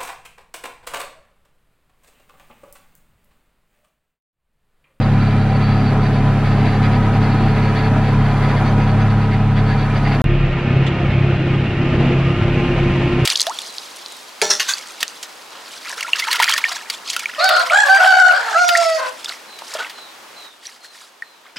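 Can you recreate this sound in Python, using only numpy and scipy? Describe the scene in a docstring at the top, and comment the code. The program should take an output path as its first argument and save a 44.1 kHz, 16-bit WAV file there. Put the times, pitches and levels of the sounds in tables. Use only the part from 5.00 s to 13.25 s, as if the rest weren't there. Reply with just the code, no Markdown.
"""A diesel tractor booms and roars in its cab as it drives a snowblower, heard on two close microphone ports.
A loose trim part rattles in bursts; the sound drops out for an instant and resumes lower in engine speed,
rougher, with a pump whine, a lumpy hum and one brushing scuff.
Boom is sines on the crank angle, roar is coloured noise that throbs with the engine, the trim is decaying
rings struck by random knocks, the whines are wavering tones and the scuff is filtered ticks."""
import sys
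import numpy as np
from scipy import signal
from scipy.fft import rfft, irfft
from scipy.io import wavfile
from scipy.ndimage import uniform_filter1d

SR = 44100
rng = np.random.default_rng(int(sys.argv[2]) if len(sys.argv) > 2 else 0)


def transcribe(signal):
    """Save signal, clipped to [-1, 1], as a 16-bit WAV file at the path in sys.argv[1]."""
    frames = np.atleast_2d(signal).T
    limited = np.clip(frames, -1, 1)
    pcm = np.round(limited * 32767).astype(np.int16)
    wavfile.write(sys.argv[1], SR, pcm)


N = 363807
T = np.arange(N) / SR
DROP_OUT_S, RESUME_S = 5.21778, 5.24215  # silence between these times


def gain_of(db):
    """Amplitude factor of a level in dB."""
    return 10 ** (np.asarray(db) / 20)


def evened(x):
    """The signal brought to rms 1."""
    return x / np.sqrt(np.mean(x ** 2) + 1e-20)


def read(points, hz):
    """A spectrum curve read along log frequency."""
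    f, value = np.transpose(points)
    return np.interp(np.log(hz + 1), np.log(f + 1), value)


def columns(rows, t):
    """Each column after the time column, drawn as straight lines over time."""
    s, *cols = np.transpose(rows)
    return [np.interp(t, s, col) for col in cols]


def bump(middle, half):
    """A flat-topped hump of height 1."""
    return np.exp(-((T - middle) / half) ** 4)


def add(mix, s, sound):
    """Add a sound into the mix in place, from time s on."""
    part = mix[round(s * SR):][:len(sound)]
    part += sound[:len(part)]


def waver(hz):
    """Slow chance with rms about 1, rolled off above the given rate."""
    steps = np.arange(4096) * 128 / SR
    rates = np.fft.rfftfreq(len(steps), steps[1])
    spectrum = rfft(rng.standard_normal(len(steps))) / (1 + (rates / hz) ** 4)
    return evened(np.interp(T, steps, irfft(spectrum)))


def noise(db):
    """Random short-time spectra under a field of dB per Hz (bins x frames)."""
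    chance = rng.standard_normal(db.shape) + 1j * rng.standard_normal(db.shape)
    sound = signal.istft(gain_of(db) * chance, nperseg=4096, noverlap=3072)[1][:N]
    return sound * np.sqrt(3 * SR / 2 / 4096)


def boom(speed, levels, faint, mode, against, crank, waver_db, flicker_db, shared_db, slip_cycles):
    """Each crank order is a sine on the engine speed; uneven firing makes it waver. The main orders peak with a
    firing, those below the order `against` pull the other way, and a cab air mode delays those on and above it."""
    anchor_s, anchor_turns = crank
    turns = np.cumsum(speed) / SR
    turns = turns - np.interp(anchor_s, T, turns) + anchor_turns
    mode_order, mode_width, mode_gain = mode
    out, load_db = 0, shared_db * waver(5.4)
    for order, db in levels:
        order = round(order)
        air_mode = 1 - 1j * mode_gain / (1 + 2j * (order - mode_order) / mode_width)
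        lag = np.angle(air_mode) + np.pi * (order < against)
        level = gain_of(db + load_db + waver_db * waver(9.4) + flicker_db * waver(16))
        cycles = order * turns + slip_cycles * waver(5)
        out = out + level * np.cos(2 * np.pi * cycles + lag)
    for order, db in faint:
        level = gain_of(db + 1.8 * waver(3.8))
        cycles = order * turns + rng.random() + 0.028 * waver(4.5)
        out = out + level * np.sin(2 * np.pi * cycles)
    return np.sqrt(2) * out, turns


def steady_speed():
    """Crank turns per second before the drop-out; the engine wanders a little."""
    # engine speed: (time [s], speed [turns/s])
    wandering = [(0, 34.95), (.4, 34.88), (.75, 34.97), (1.3, 34.71), (1.7, 34.97), (2.1, 35.16),
                 (2.45, 34.94), (2.9, 35.17), (3.3, 34.79), (3.52, 34.71), (3.9, 35.23), (4.1, 35.33),
                 (4.5, 35.17), (4.9, 34.79), (5.21, 34.85)]
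    return columns(wandering, T)[0]


def steady_orders(speed):
    """Levels follow the speed as each order climbs or leaves a cab resonance, and drift slowly."""
    # main crank orders: (order [multiple], level [dB], slope [dB per extra turn/s], drift [dB/s])
    orders = [(1, -24.5, -3, 0.4), (2, -42.5, 9, 0), (3, -18, 7, -0.5), (4, -18.5, -4, -0.14),
              (5, -29.5, 5.5, -0.8), (6, -23, 5, -.5), (7, -35.5, -0.5, -2)]
    wander, since = speed - speed[T < DROP_OUT_S].mean(), T - DROP_OUT_S / 2
    return [(order, db + slope_db * wander + drift_db * since) for order, db, slope_db, drift_db in orders]


def steady_boom(speed):
    """The boom before the drop-out, with two higher gear meshes that grow as the load comes on."""
    # faint orders; unequal firing gives the halves, gears the high ones: (order [multiple], level [dB])
    faint = [(1.5, -46), (5.5, -38), (2.54, -48.5), (3.46, -35.5), (6.82, -36), (7.5, -40), (7.99, -40),
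             (8.54, -43), (8.99, -41.5), (12, -45), (17.74, -44), (19.5, -47.5), (20.56, -45), (21.73, -41),
             (22.06, -39.5), (22.53, -43), (23.9, -45.5), (28.85, -45)]
    # gear meshes under load: (time [s], lower mesh [dB], upper mesh [dB])
    mesh_levels = [(0, -46, -44), (1.5, -45, -45.5), (1.9, -35, -35.5), (2.9, -36, -41.5), (3.4, -37, -47),
                   (4.0, -37, -42), (5.2, -44, -41)]
    meshes = list(zip((27.5, 36.1), columns(mesh_levels, T)))  # orders of the two meshes
    return boom(speed, steady_orders(speed), faint + meshes,
                mode=(3.95, .17, 6),  # cab air mode at the ports: order, width in orders, gain
                against=3,  # firings a turn
                crank=(DROP_OUT_S, .355),  # on a pressure peak as the sound drops out (s, turns)
                waver_db=0.5, flicker_db=0.64, shared_db=0.71, slip_cycles=0.011)


def lulls():
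    """The dB by which the boom sags two or three times a second: slow sag, quick return."""
    # sags: (time [s], depth [dB])
    sags = [(5.44, -2), (5.59, -11.5), (6.0, -8.5), (6.42, -7), (6.69, -8), (6.84, -6), (7.14, -1.5),
            (7.37, -4), (7.71, -8.5), (8.12, -9)]
    sag_s, return_s = 0.11, 0.06
    return sum(db * np.exp(-((T - s) / np.where(T < s, sag_s, return_s)) ** 2) for s, db in sags)


def surging_orders():
    """Under uneven load all orders sag in the lulls and drift slowly; some swell or fade for a moment."""
    # main crank orders: (order [multiple], level between lulls [dB], share of each lull [1], drift [dB/s])
    orders = [(1, -31, 0.46, 0.5), (2, -31, 0.42, -0.5), (3, -24.5, .6, -0.4), (4, -17, 0.84, -0.5),
              (5, -26.5, 0.29, -0.5), (6, -36, 0.25, -1)]
    # passing swells: (order [multiple], middle [s], half length [s], rise [dB])
    swells = [(1, 5.38, 0.2, 15), (4, 5.79, 0.054, 0.5), (4, 6.54, 0.092, 2.5), (3, 5.6, 0.07, -9),
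              (3, 6.22, 0.082, 4.5), (3, 7.6, .12, -3), (3, 7.13, 0.16, -9), (3, 5.72, .07, 2),
              (3, 7.47, 0.086, 6.5), (5, 5.8, 0.064, 2), (6, 6.2, .25, 5), (1, 7.78, .15, 6)]
    lull, since = lulls(), T - T[T > RESUME_S].mean()
    swell = {round(order): 0 for order, *_ in orders}
    for order, s, half, db in swells:
        swell[round(order)] = swell[round(order)] + db * bump(s, half)
    return [(order, db + share * lull + drift_db * since + swell[round(order)])
            for order, db, share, drift_db in orders]


def surging_boom():
    """The boom after the drop-out: a lower engine speed, with more phase slip and flicker."""
    # engine speed: (time [s], speed [turns/s])
    speed = [(5.24, 33.68), (6.0, 33.62), (7.0, 33.98), (7.6, 33.72), (8.25, 33.65)]
    # faint orders; unequal firing gives the halves, gears the high ones: (order [multiple], level [dB])
    faint = [(.5, -40.5), (5.5, -38.5), (17.73, -45.5), (32.65, -50.5), (55.2, -44.5)]
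    return boom(columns(speed, T)[0], surging_orders(), faint,
                mode=(.8, 1, 30),  # cab air mode at the ports: order, width in orders, gain
                against=0,
                crank=(RESUME_S, .3),  # on a pressure peak as the sound resumes (s, turns)
                waver_db=0.4, flicker_db=1.0, shared_db=0.35, slip_cycles=0.036)


def roar(swell, treble, colour, panels, wide, turns, clatter, patchy_db):
    """Coloured noise that rings the panels, throbbing with the engine cycle and the firings."""
    hz, t = np.fft.rfftfreq(4096, 1 / SR)[:, None], np.arange(N // 1024 + 5) * 1024 / SR
    body, low = columns(swell, t)
    since = t - (swell[0][0] + swell[-1][0]) / 2
    upper, hiss, top = (share * body + drift_db * since for share, drift_db in treble)
    deep = 0.27 * np.interp(t, T, lulls())  # share of the lulls in the deepest roar
    # each band's swell gives way to the next around these frequencies
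    moves, below = deep, deep
    for edge_hz, band in zip((190, 400, 1500, 5000, 7500), (low, body, upper, hiss, top)):
        moves = moves + (band - below) / (1 + (edge_hz / (hz + 1)) ** 6)
        below = band
    rings = sum(db / (1 + (2 * (hz - f) / width) ** 2) for f, width, db in panels)
    grain = uniform_filter1d(rng.standard_normal(moves.shape), 5, 0)
    patches = evened(uniform_filter1d(grain, 6, 1))
    common = noise(read(colour, hz) + rings + moves + patchy_db * patches)
    apart = noise(read(wide, hz) + .4 * rings + moves)
    # one engine cycle takes two turns and holds six firings
    pulses = np.cos(np.pi * turns) + .7 * np.cos(3 * np.pi * turns) + 1.3 * np.cos(6 * np.pi * turns)
    throb = 1 + clatter * pulses + 0.066 * waver(23)
    return np.array([common * throb, apart * throb])


def steady_roar(turns):
    """Roar of engine, gears and blower before the drop-out."""
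    # swell about the mean: (time [s], body [dB], low lumps [dB])
    swell = [(0, -1, 1.5), (.5, -0.5, 0), (1.0, -0.5, 2), (1.45, 0.5, 2.5), (1.8, 1, 2), (2.3, 0.5, 3),
             (2.9, 1, 2), (3.25, 0, -2), (3.55, 2.5, 3), (4.45, -3.5, -4), (5.0, 0, -0.5), (5.21, 1, 4)]
    # upper body, hiss, highest hiss: (share of the body's swell [1], drift [dB/s])
    treble = [(.4, 0.046), (.8, 0.043), (1.1, .05)]
    # colour common to both ports: (frequency [Hz], density [dB per Hz])
    colour = [(20, -63), (50, -59.5), (82, -60.5), (120, -54), (160, -57.5), (200, -55), (270, -52),
              (460, -60.5), (900, -63), (1500, -62), (2800, -71.5), (3600, -77), (5200, -86.5), (7500, -95),
              (10800, -99), (13500, -117)]
    # cab panels that the roar rings: (frequency [Hz], width [Hz], height over the roar [dB])
    panels = [(239, 23, 6.5), (409, 14, 7), (492, 20, 6.5), (548, 27, 5.5), (625, 15, 8.5), (675, 31, 5),
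              (752, 54, 9.5), (799.5, 24, 9), (830, 20, 6), (935, 11, 8), (997.4, 22, 11.5),
              (1067, 12, 6.5), (1274, 65, 6), (1384, 47, 2.5), (1696, 34, 3.5), (2394, 26, 9)]
    # colour differing between the ports: (frequency [Hz], density [dB per Hz])
    wide = [(40, -82), (130, -68), (250, -86.5), (420, -74), (800, -86.5), (1300, -75.5), (2400, -81),
            (3200, -81.5), (5300, -87), (8000, -93), (11000, -91.5), (13000, -92), (15100, -103)]
    return roar(swell, treble, colour, panels, wide, turns, clatter=0.046, patchy_db=1.5)


def surging_roar(turns):
    """Roar of engine, gears and blower after the drop-out."""
    # swell about the mean: (time [s], body [dB], low lumps [dB])
    swell = [(5.24, -3, 0.5), (5.5, -0.5, -7), (5.75, 1.5, 2), (6.2, -0.8, -1.5), (6.5, -0.5, 2),
             (6.74, -2, 1), (7.0, 3.5, 6), (7.24, 0, -1), (7.7, 1.5, 3), (8.25, 0.5, 0)]
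    # upper body, hiss, highest hiss: (share of the body's swell [1], drift [dB/s])
    treble = [(0.33, .7), (.6, 1.8), (.3, 3.1)]
    # colour common to both ports: (frequency [Hz], density [dB per Hz])
    colour = [(20, -55.5), (55, -49), (85, -48), (160, -47.5), (280, -51), (500, -56.5), (900, -62),
              (1500, -64), (2800, -64.5), (3600, -74), (5200, -86.5), (7500, -98.5), (10800, -110),
              (13500, -130)]
    # cab panels that the roar rings: (frequency [Hz], width [Hz], height over the roar [dB])
    panels = [(103.4, 20, 9.5), (137, 16, 5), (241, 16, 5.5), (355, 47, 5.5), (592, 36, 2.5), (700, 50, 3),
              (817, 25, 3.5), (1120, 91, -6.5), (1215, 67, 3.5), (1360, 22, 6), (1610, 54, -1),
              (1780, 22, 4), (2205, 60, 5), (2470, 120, 5), (2790, 110, 4)]
    # colour differing between the ports: (frequency [Hz], density [dB per Hz])
    wide = [(50, -85), (130, -74), (250, -72.5), (420, -75.5), (800, -81), (1300, -75.5), (2250, -76),
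            (2450, -69.5), (2650, -78), (3200, -77.5), (5300, -89), (8000, -97.5), (12000, -101),
            (15100, -115)]
    return roar(swell, treble, colour, panels, wide, turns, clatter=0.044, patchy_db=1.5)


def rattle(turns):
    """The trim chatters against its frame in short bursts, its knocks a little stronger on the firings."""
    # bursts, before fades are added: (middle [s], length [s], chatter [dB], main ring [dB])
    bursts = [(0.01, 0.02, -42, -44), (0.08, .045, -57, -54), (.148, .045, -59, -51),
              (.219, 0.035, -50, -48), (.267, 0.036, -48, -46), (0.316, 0.042, -42, -50),
              (0.406, .094, -54, -50), (0.507, 0.047, -48, -48), (0.56, 0.042, -47, -48),
              (0.633, 0.063, -44, -45), (0.7, 0.13, -46, -46.5), (.79, .046, -45, -52),
              (0.878, 0.11, -45, -45.5), (1.047, 0.067, -43, -48), (1.159, 0.099, -43.5, -49),
              (1.268, 0.12, -51, -55), (1.466, 0.044, -40, -49), (1.526, 0.039, -42, -47),
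              (1.598, 0.05, -43.5, -52), (1.674, 0.088, -41.5, -45), (1.747, .048, -46, -48),
              (1.849, 0.056, -38.5, -45), (1.94, 0.058, -39.5, -44), (2.042, 0.041, -46, -49),
              (2.15, .045, -43, -54), (2.244, 0.076, -42.5, -46), (2.317, 0.054, -45, -45),
              (2.385, .044, -54, -47), (2.443, 0.038, -45, -51), (2.495, 0.049, -43, -48),
              (2.568, 0.059, -41, -49), (2.66, 0.13, -41, -49), (2.782, 0.062, -39, -44),
              (2.856, 0.068, -42, -46), (3.075, 0.16, -42, -47.5), (3.193, .04, -50, -50),
              (3.25, 0.04, -45, -48), (3.3, .041, -46, -52), (3.365, 0.042, -47, -50),
              (3.44, 0.07, -41, -45), (3.509, 0.056, -39.5, -47), (3.578, 0.035, -40, -49),
              (3.675, 0.051, -42, -46), (3.82, 0.048, -41, -58), (3.89, 0.061, -45, -46.5),
              (4.013, 0.04, -39.5, -53), (4.102, 0.02, -46, -46), (4.232, 0.064, -44, -51),
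              (4.33, 0.035, -44, -50), (4.58, 0.045, -38.5, -48), (4.704, 0.095, -39.5, -43),
              (4.81, .084, -41.5, -45), (4.965, 0.043, -40, -49), (5.068, 0.055, -39.5, -45),
              (5.135, 0.058, -38.5, -44)]
    # louder squeaks: (middle [s], half length [s], rise [dB])
    squeaks = [(3.68, .04, 19), (3.86, .07, 19), (4.025, .03, 23), (4.9, .22, 14)]
    # rings of the trim: (frequency [Hz], level [dB], t60 [s], driven by [0 chatter, 2 squeak])
    trim = [(1472, -4.5, 0.051, 0), (1679, 0, 0.071, 0), (1806, -2.5, 0.045, 0), (2085, 3, 0.0053, 0),
            (2056, -2.5, 0.058, 0), (2395, -9.5, 0.064, 0), (2647, -4, 0.016, 0), (3380, -7.5, 0.026, 0),
            (3570, -11.5, 0.021, 0), (4630, -11, .04, 0), (4830, -12.5, 0.04, 0), (6200, 0.5, .07, 2)]
    # high rings slide as the trim shifts in its seat, and a twin just under the main takes over for a while:
    # (time [s], main [Hz], lower [Hz], lower level [dB], main level [dB], twin level [dB])
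    sliding = [(0, 4560, 3930, 0, -2, -9), (.9, 4490, 3940, -1.5, 0, -10), (1.3, 4500, 3860, -3, -2, -2),
               (1.8, 4520, 3950, -1, 0, -8), (2.2, 4460, 3890, -3, -8, -0.5), (2.7, 4520, 3870, -1, -7, 0),
               (3.05, 4480, 3860, -4, -3, -3.5), (3.8, 4510, 3850, -2.5, -6, -0.5),
               (4.3, 4470, 3880, -1, -1, -7), (5.2, 4475, 3860, -4, 1, -10)]
    idle_db = [-60, -61]  # chatter and main ring between the bursts
    out, t = np.zeros((2, N)), np.arange(2500) / SR
    pushes = gain_of(np.add.outer(3.2 * waver(5.6), idle_db))
    for s, length, *dbs in bursts:
        burst = signal.windows.tukey(round((length + 0.034) * SR), .85)
        add(pushes, max(s - len(burst) / 2 / SR, 0), np.outer(burst, gain_of(dbs)))
    squeak_db = -34.5 + sum(db * bump(s, half) for s, half, db in squeaks)  # relative to the chatter
    pushes = np.column_stack([pushes, pushes[:, 0] * gain_of(squeak_db)])
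    main_hz, lower_hz, lower_db, main_db, twin_db = columns(sliding, T)
    modes = [(hz, db + 2 * waver(2.4), t60, driver) for hz, db, t60, driver in trim]  # each comes and goes
    modes += [(main_hz, main_db, .05, 1), (4340, twin_db, .055, 1), (lower_hz, lower_db, .025, 1)]
    for hz, db, t60, driver in modes:
        hits = rng.random(N) < 3000 / SR  # 3000 knocks a second on average
        knocks = np.exp(2j * np.pi * rng.random((2, N))) * hits * (1 + 0.14 * np.cos(6 * np.pi * turns))
        decay = gain_of(-60 * t / t60) * (1 - np.exp(-t / 0.00012))
        decay = decay[None] / np.linalg.norm(decay)
        rung = signal.oaconvolve(knocks * pushes[:, round(driver)], decay)[:, :N]
        carrier = np.exp(2j * np.pi * np.cumsum(hz * np.ones(N)) / SR)
        out += gain_of(db) * (rung * carrier).real / knocks.real.std()
    # the part common to both ports, and a fainter part that differs between them
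    return out * gain_of([[0], [-11]])


def whine(hz, rows, third_db):
    """A thin tone and its third multiple; pitch and level flutter a little."""
    db = columns(rows, T)[0]
    phase = 2 * np.pi * np.cumsum(hz + 1.792 * waver(6.33)) / SR
    level = gain_of(db + 1.1 * waver(8.2) + 1.1 * waver(21))
    return np.sqrt(2) * level * (np.sin(phase) + gain_of(third_db) * np.sin(3 * phase))


def gear_whine(speed):
    """A gear tone that follows the engine speed."""
    # level: (time [s], level [dB])
    levels = [(0, -41), (.9, -37.5), (2.0, -36), (2.8, -32.5), (3.6, -38.5), (4.3, -35.5), (5.2, -38.5)]
    return whine(12.48 * speed, levels, third_db=-21)


def pump_whine():
    """A pump tone on a nearly fixed pitch."""
    # level: (time [s], level [dB])
    levels = [(5.25, -31), (6.0, -32.5), (6.4, -34), (6.55, -28.5), (6.7, -36), (6.85, -25), (6.93, -34),
              (7.03, -26), (7.18, -36), (7.299, -24.5), (7.95, -24), (8.25, -21.5)]
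    return whine(348.6, levels, third_db=-16)


def panel_hum():
    """A panel hums in lumps late on."""
    # level: (time [s], level [dB])
    levels = [(6.67, -47), (6.8, -26), (6.87, -34), (6.93, -22), (6.99, -38), (7.07, -20), (7.11, -23),
              (7.22, -45), (7.4, -44), (7.55, -28.5), (7.75, -28), (7.97, -34), (8.02, -38), (8.16, -22),
              (8.2, -44)]
    return whine(247, levels, third_db=-27)


def drifting_whine():
    """A thin whine whose pitch drifts late on."""
    # level and pitch: (time [s], level [dB], frequency [Hz])
    drift = [(5.25, -46, 1222), (5.8, -49, 1225), (5.95, -41.5, 1242), (6.4, -52, 1238), (6.75, -46, 1214),
             (6.95, -43, 1215), (7.4, -39.5, 1221), (7.8, -46, 1227), (8.25, -45, 1210)]
    return whine(columns(drift, T)[1], drift, third_db=-31.5)


def scuff():
    """Something brushes near the ports: dense ticks swell in, ring a part, and leave a longer bright fringe."""
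    start_s, length_s, level_db = 5.86, 0.025, -26
    since = np.maximum(T - start_s, 0)
    rise = np.minimum(since / 0.007, 1)
    ticks = rng.standard_normal((4, N)) * (rng.random(N) < 9000 / SR)
    rasp = signal.sosfilt(signal.butter(3, [1500, 3700], "band", fs=SR, output="sos"), ticks[:2])
    body = sum(signal.lfilter(*signal.iirpeak(hz, 7, SR), rasp) for hz in (2300, 3170))  # the brushed part
    rasp = .5 * rasp + body
    fringe = signal.sosfilt(signal.butter(4, [3500, 7800], "band", fs=SR, output="sos"), ticks[2:])
    # rows: common to both ports, differing between them
    rasp = evened(rasp) * gain_of([[0], [-9]]) * np.exp(-(since / length_s) ** 4)
    fringe = evened(fringe) * gain_of([[-19], [-19]]) * np.exp(-(since / (1.15 * length_s)) ** 3)
    return gain_of(level_db) * rise * (rasp + fringe)


def scene():
    """Two stretches around the drop-out, each held as a common and a differing part, then spread to the ports."""
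    speed = steady_speed()
    first_boom, first_turns = steady_boom(speed)
    second_boom, second_turns = surging_boom()
    first = steady_roar(first_turns) + rattle(first_turns)
    second = surging_roar(second_turns) + scuff()
    first[0] += gear_whine(speed)
    second[0] += pump_whine() + panel_hum() + drifting_whine()
    before, after = T < DROP_OUT_S, T > RESUME_S
    common, apart = first * before + second * after
    # the left port hears the roar a shade later and duller, and the boom a little later still
    slope = np.gradient(common)
    apart += -.2 * slope + .2 * np.gradient(slope)
    common += first_boom * before + second_boom * after
    apart -= 0.66 * (np.gradient(first_boom) * before + np.gradient(second_boom) * after)
    return np.array([common + apart, common - apart])


def record(dry):
    """A linear-phase low-pass limits the band to about 15.3 kHz."""
    low_pass = signal.firwin(511, 15300, window=("kaiser", 9), fs=SR)
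    return signal.oaconvolve(dry, low_pass[None], "same")


dry = scene()
out = record(dry)
transcribe(out)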